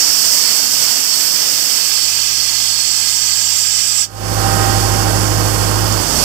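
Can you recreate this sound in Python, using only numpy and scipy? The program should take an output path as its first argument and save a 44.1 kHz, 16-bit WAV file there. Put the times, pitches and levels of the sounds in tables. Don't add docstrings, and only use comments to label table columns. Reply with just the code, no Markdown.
import sys
import numpy as np
from scipy import signal
from scipy.fft import rfft, irfft, next_fast_len
from scipy.io import wavfile
from scipy.ndimage import uniform_filter1d

SR = 44100
rng = np.random.default_rng(int(sys.argv[2]) if len(sys.argv) > 2 else 0)


def dump_mix(stems):
    frames = np.atleast_2d(stems).T
    limited = np.clip(frames, -1, 1)
    pcm = np.round(limited * 32767).astype(np.int16)
    wavfile.write(sys.argv[1], SR, pcm)


def elevation(decibels):
    levels = np.asarray(decibels, float)
    return 10 ** (levels / 20)


N = 275166
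T = np.arange(N) / SR
SLOW = T[::16]
SIZE = next_fast_len(N + SR // 4)
HZ = np.maximum(np.arange(SIZE // 2 + 1) * SR / SIZE, 1)

SHUTS_S, SEALED_S = 4.02, 4.046
LOADS_S, FUEL_CUT_S, UNFIRED_S = 1.69, 5.96, 0.097
IDLE_HZ = 13.053

# start_s, narrow_share (of the jet, 0-1)
VALVE_TURN = [
    (0, 0.1),
    (1.2, 0.21),
    (1.6, 0.26),
    (1.9, 0.79),
    (2.4, 0.91),
    (4.04, 0.98),
]
# freq_hz, level_db
OPEN_PORT = [(2400, 0), (3000, 2.5), (3750, -1.5), (4020, -7.5), (4350, 5.5), (5200, 6.5), (6600, 3.5),
             (7900, 6), (8600, 3.5), (9250, -4), (9800, -0.5), (14000, 0), (15200, -0.5), (15700, -15)]


def since(s):
    return np.maximum(T - s, 0)


def curve(table):
    s, *columns = np.transpose(table)
    return [np.interp(T, s, c) for c in columns]


def fine(v):
    return np.interp(T, SLOW, v)


def shape(table, axis=1):
    table = np.array(table)
    return np.interp(np.log(HZ), np.log(table[:, 0]), table[:, axis])


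def through(x, response):
    return irfft(rfft(x, SIZE) * response, SIZE)[:N]


def heard(x, lo_hz, hi_hz):
    band = through(x, elevation(shape(OPEN_PORT)) * (HZ > lo_hz) * (HZ < hi_hz))
    return x / np.sqrt(np.mean(band ** 2))


def walk(rate):
    k = int(SR / 16 / rate)
    held = np.repeat(rng.standard_normal(len(SLOW) // k + 1), k)[:len(SLOW)]
    return 1.3 * uniform_filter1d(uniform_filter1d(held, k), k)


def whistle(hz, width_hz, db):
    pole = np.exp(-np.pi * width_hz * 16 / SR)
    swell = elevation(db + 1.96 * walk(2.886) + 1.45 * walk(20))
    a, b = signal.lfilter([1 - pole], [1, -pole], rng.standard_normal((2, len(SLOW)))) * swell
    centre_hz = hz * (1 + .006 * walk(2.5) - .0025 * (SLOW - 2.5))
    phase = 2 * np.pi * np.cumsum(fine(centre_hz)) / SR
    return (fine(a) * np.cos(phase) + fine(b) * np.sin(phase)) / np.sqrt(8)


def turbulence(spectrum, common_db, own_db, pipes=(), upper_pipes_db=0):
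    colour = elevation(shape(spectrum))
    noise = rfft(rng.standard_normal(SIZE)) * colour
    common = common_db * (walk(5) + walk(40))
    halves = 2 * np.log2(HZ)
    first, last = int(2 * np.log2(spectrum[0][0])), int(2 * np.log2(spectrum[-1][0]))
    out = 0
    for step in range(first, last + 2):
        bell = .5 + .5 * np.cos(np.pi * np.clip(halves - step, -1, 1))
        out = out + fine(elevation(common + own_db * walk(11))) * irfft(noise * bell, SIZE)[:N]
    for hz, width_hz, db in pipes:
        level_db = db + upper_pipes_db[::16] * (hz > 7000)
        out = out + np.interp(hz, HZ, colour) * whistle(hz, width_hz, level_db)
    return out


def tones(cycles, orders, wander_db):
    out = 0
    for k, db in orders:
        swell = fine(elevation(db + wander_db * (walk(2.89) + walk(25))))
        out = out + swell * np.sin(2 * np.pi * (k * cycles + rng.random()))
    return out


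def engine_speed():
    free_hz, settle_s, run_down_hz_per_s = 16, 0.33, 13
    eased = .5 - .5 * np.cos(np.pi * np.clip(since(LOADS_S) / settle_s, 0, 1))
    return free_hz + (IDLE_HZ - free_hz) * eased - run_down_hz_per_s * since(FUEL_CUT_S)


def rotor_load():
    # start_s, level_db
    load = [
        (1.7, -17),
        (2.6, -4),
        (4.05, -3.5),
        (4.3, -7),
        (4.6, 0.5),
        (4.9, -5.5),
        (5.5, -9.5),
        (6.24, -13),
    ]
    return curve(load)[0]


def small_leak(cycles, whine_db):
    # freq_hz, level_db
    hiss = [(500, -12), (2000, -6.5), (5000, 0), (10000, -1.5), (16000, -5)]
    # freq_hz, width_hz, over_hiss_db
    pipes = [(5260, 140, -2), (10400, 130, 2), (11700, 210, -9)]
    level_db, late_db, build_s, blowdown_db_per_s = -41.3, -4.5, 0.15, 7
    leak = heard(turbulence(hiss, 0.29, 0.75, pipes, 0.76 * whine_db + 4.3), 4160, 9200)
    pulse_db = 0.25 * np.cos(2 * np.pi * cycles)
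    build_db = late_db * np.exp(-since(SEALED_S) / build_s)
    return leak * elevation(pulse_db) * elevation(level_db + build_db + blowdown_db_per_s * since(FUEL_CUT_S))


def screw_rotors(cycles, whine_db):
    # cycle_multiple, level_db
    mesh = [(48, -9), (60, 2.5), (96, -4), (108, -11), (120, -7), (132, -17), (144, -10.5)]
    return tones(cycles, mesh, 1.7) * elevation(-42 + whine_db)


def engine_exhaust(cycles, emerge_db, unfired_db, sealed):
    # cycle_multiple, level_db
    orders = [(3, -38), (4, -6), (5, -27), (6, -65), (7, -11), (8, 3), (9, -28.5), (10, -20)]
    beat = tones(cycles, orders[:2], .4) * elevation(0.4 * unfired_db)
    bark = tones(cycles, orders[2:], .4) * elevation(unfired_db)
    return heard(beat + bark, 45, 127) * elevation(-41.5 + emerge_db + 1.5 * sealed)


def engine_body(cycles, speed, whine_db, emerge_db, unfired_db, sealed):
    # cycle_multiple, level_db
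    hum = [(13.35, -2.5), (14, -25), (20, -6.5), (24, 4), (27, -0.5), (29, -8), (30, -12), (34, -28),
           (35, -11), (36, -5), (38, -6), (40, -6.5), (52, -19), (61, -4), (68, -7.5), (82, -1.5),
           (102, -17)]
    # freq_hz, level_db
    clatter = [(30, -28), (70, -7.5), (160, 1), (300, -3), (700, -2), (1100, -4), (1600, -8), (2300, -14.5),
               (5000, -19.5)]
    block = tones(cycles, hum, 1.6) * elevation(-13.0 + .5 * emerge_db + 4.2 * sealed + 0.15 * unfired_db)
    pattern = rng.standard_normal(3380)
    rattle = np.interp(cycles % 1 * len(pattern), np.arange(len(pattern)), pattern)
    rattle = heard(through(rattle, elevation(shape(clatter))), 400, 1800) * elevation(-8.0)
    loose = heard(turbulence(clatter, 0.33, 0.83), 290, 2600) * elevation(-2.5)
    slowing = np.minimum(speed / IDLE_HZ, 1) ** 0.3
    return (block + rattle + loose) * elevation(-41.5 + 1.2 + 0.12 * whine_db) * slowing


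def machine():
    speed = engine_speed()
    cycles = np.cumsum(speed) / SR
    whine_db = rotor_load()
    emerge_db = -24 * np.exp(-since(LOADS_S) / 0.19)
    unfired_db = -13 * np.clip(since(FUEL_CUT_S) / UNFIRED_S, 0, 1)
    sealed = np.clip(since(SHUTS_S) / 0.3, 0, 1)
    air = small_leak(cycles, whine_db) + screw_rotors(cycles, whine_db)
    exhaust = engine_exhaust(cycles, emerge_db, unfired_db, sealed)
    return air + exhaust + engine_body(cycles, speed, whine_db, emerge_db, unfired_db, sealed)


def switch():
    # start_s, peak_db
    snaps = [
        (5.922, -24.5),
    ]
    out = np.zeros(N)
    for s, db in snaps:
        t = since(s)
        envelope = (T > s) * (1 - np.exp(-t / .001)) * np.exp(-t / 0.0043)
        out += elevation(db) * envelope * rng.standard_normal(N)
    return through(out, 1 / (1 + (3500 / HZ) ** 4) / (1 + (HZ / 9000) ** 4))


def wide_blast():
    # freq_hz, level_db
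    hiss = [(40, -38), (70, -14), (110, -11), (300, -8), (1000, -7), (2500, -6), (4500, -2), (7000, -1.5),
            (10000, -6), (14000, -1), (16000, 0)]
    # freq_hz, width_hz, over_hiss_db
    pipes = [(4510, 143, 3), (4960, 160, 1.5), (5396, 240, 6.5), (5660, 110, 0), (7770, 380, 1.5)]
    return heard(turbulence(hiss, 0.64, 0.83, pipes, np.full(N, -0.8)), 4760, 7950)


def narrow_jet():
    # freq_hz, level_db
    hiss = [(100, -52.5), (400, -17.5), (1000, -10), (2500, -3), (5000, 1), (7700, 0.5), (10000, -6),
            (14000, -4), (16000, -3)]
    # freq_hz, width_hz, over_hiss_db
    pipes = [(929, 77, 1.8), (2613, 59, 4.2), (3244, 150, 3.1), (3748, 100, 0.5), (4497, 77, 8.1),
             (4930, 85, 4.7), (5100, 59, 8), (5290, 71, 6.6), (5720, 100, 7.5), (6030, 110, 2),
             (6790, 140, 1), (7350, 66, 9.5), (7730, 77, 5), (7880, 75, 8), (8210, 145, 3), (8500, 88, 5.6)]
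    # delay_ms, gain_below_4khz, gain_above_4khz
    panels = [(1.36, 0.052, 0.065), (1.56, 0.11, -0.091), (1.72, 0.058, 0.054), (2.2, -0.18, 0.0067),
              (2.4, 0.3, -0.052), (2.75, -0.47, 0.043), (3.1, 0.03, -0.032), (4.3, 0.23, 0.18)]
    upper_db = -6.5 + 5.5 * since(2.08) - 500 * since(4.02)
    high = 1 / (1 + (4000 / HZ) ** 8)
    comb = 1
    for ms, lo, hi in panels:
        comb = comb + (lo + (hi - lo) * high) * np.exp(-2j * np.pi * HZ * ms / 1000)
    return heard(through(turbulence(hiss, 0.6, 0.48, pipes, upper_db), comb), 3980, 7230)


def vent():
    vent_db, sag_db_per_s, shut_db_per_s, sealed_db_per_s = -11.2, 0.45, 150, 900
    narrow = np.clip(curve(VALVE_TURN)[0], 0, 1)
    closing_db = shut_db_per_s * since(SHUTS_S) + sealed_db_per_s * since(SEALED_S)
    level_db = vent_db - sag_db_per_s * T - closing_db
    drain = elevation(vent_db - 15) * (T > SEALED_S) * np.exp(-since(SEALED_S) / 0.025)
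    air = np.sqrt(1 - narrow) * wide_blast() + np.sqrt(narrow) * narrow_jet()
    return air * (elevation(level_db) + drain)


def scene():
    return np.tile(machine() + switch() + vent(), (2, 1))


def automatic_gain():
    freed_s, climb_db, climb_s, late_db_per_s = 4.06, 23.5, 0.155, 14
    climbed_db = climb_db * (1 - np.exp(-(since(freed_s) / climb_s) ** 1.5))
    return elevation(climbed_db + late_db_per_s * since(FUEL_CUT_S + UNFIRED_S))


def roll_off(x):
    return signal.sosfilt(signal.butter(12, 15730, fs=SR, output="sos"), x)


def record(dry):
    # freq_hz, level_db, lag_rad
    blocked_port = [(50, -0.5, 0.98), (109, -4.5, 1.15), (260, -11, 1.08), (700, -19.5, 2.1),
                    (1300, -26, 1), (2200, -31, 2), (3120, -23.5, 1.4), (4000, -51, 6), (4900, -62, 2.8),
                    (9000, -48, 2.3), (15500, -64, 4.8)]
    # freq_hz, level_db
    cavity_ring = [(4900, -40), (5250, -41), (5500, -22), (6000, -8), (6500, -18), (6900, -5.5),
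                   (7500, -16), (8300, -14), (8700, -2), (9000, -24), (9300, -45)]
    wide_db, narrow_db, sealed_db = 4, -3.4, -6.5
    port = elevation(shape(OPEN_PORT)) * (HZ < 15750)
    right = through(dry[1], port)
    lag = np.exp(-1j * shape(blocked_port, axis=2))
    wall = through(dry[0], port * elevation(shape(blocked_port)) * lag)
    delay_s = np.interp(HZ, np.arange(0, SR / 2, 60), rng.uniform(-.03, .04, SR // 120 + 1))
    paths = np.exp(-2j * np.pi * np.cumsum(delay_s) * SR / SIZE)
    venting_db = wide_db + (narrow_db - wide_db) * curve(VALVE_TURN)[0]
    cavity_db = np.where(T < SEALED_S + 0.03, venting_db, sealed_db)
    cavity = through(dry[0], port * elevation(shape(cavity_ring)) * paths) * elevation(cavity_db)
    mix = np.clip(automatic_gain() * [wall + cavity, right], -1, 1)
    return roll_off(mix)


dry = scene()
out = record(dry)
dump_mix(out)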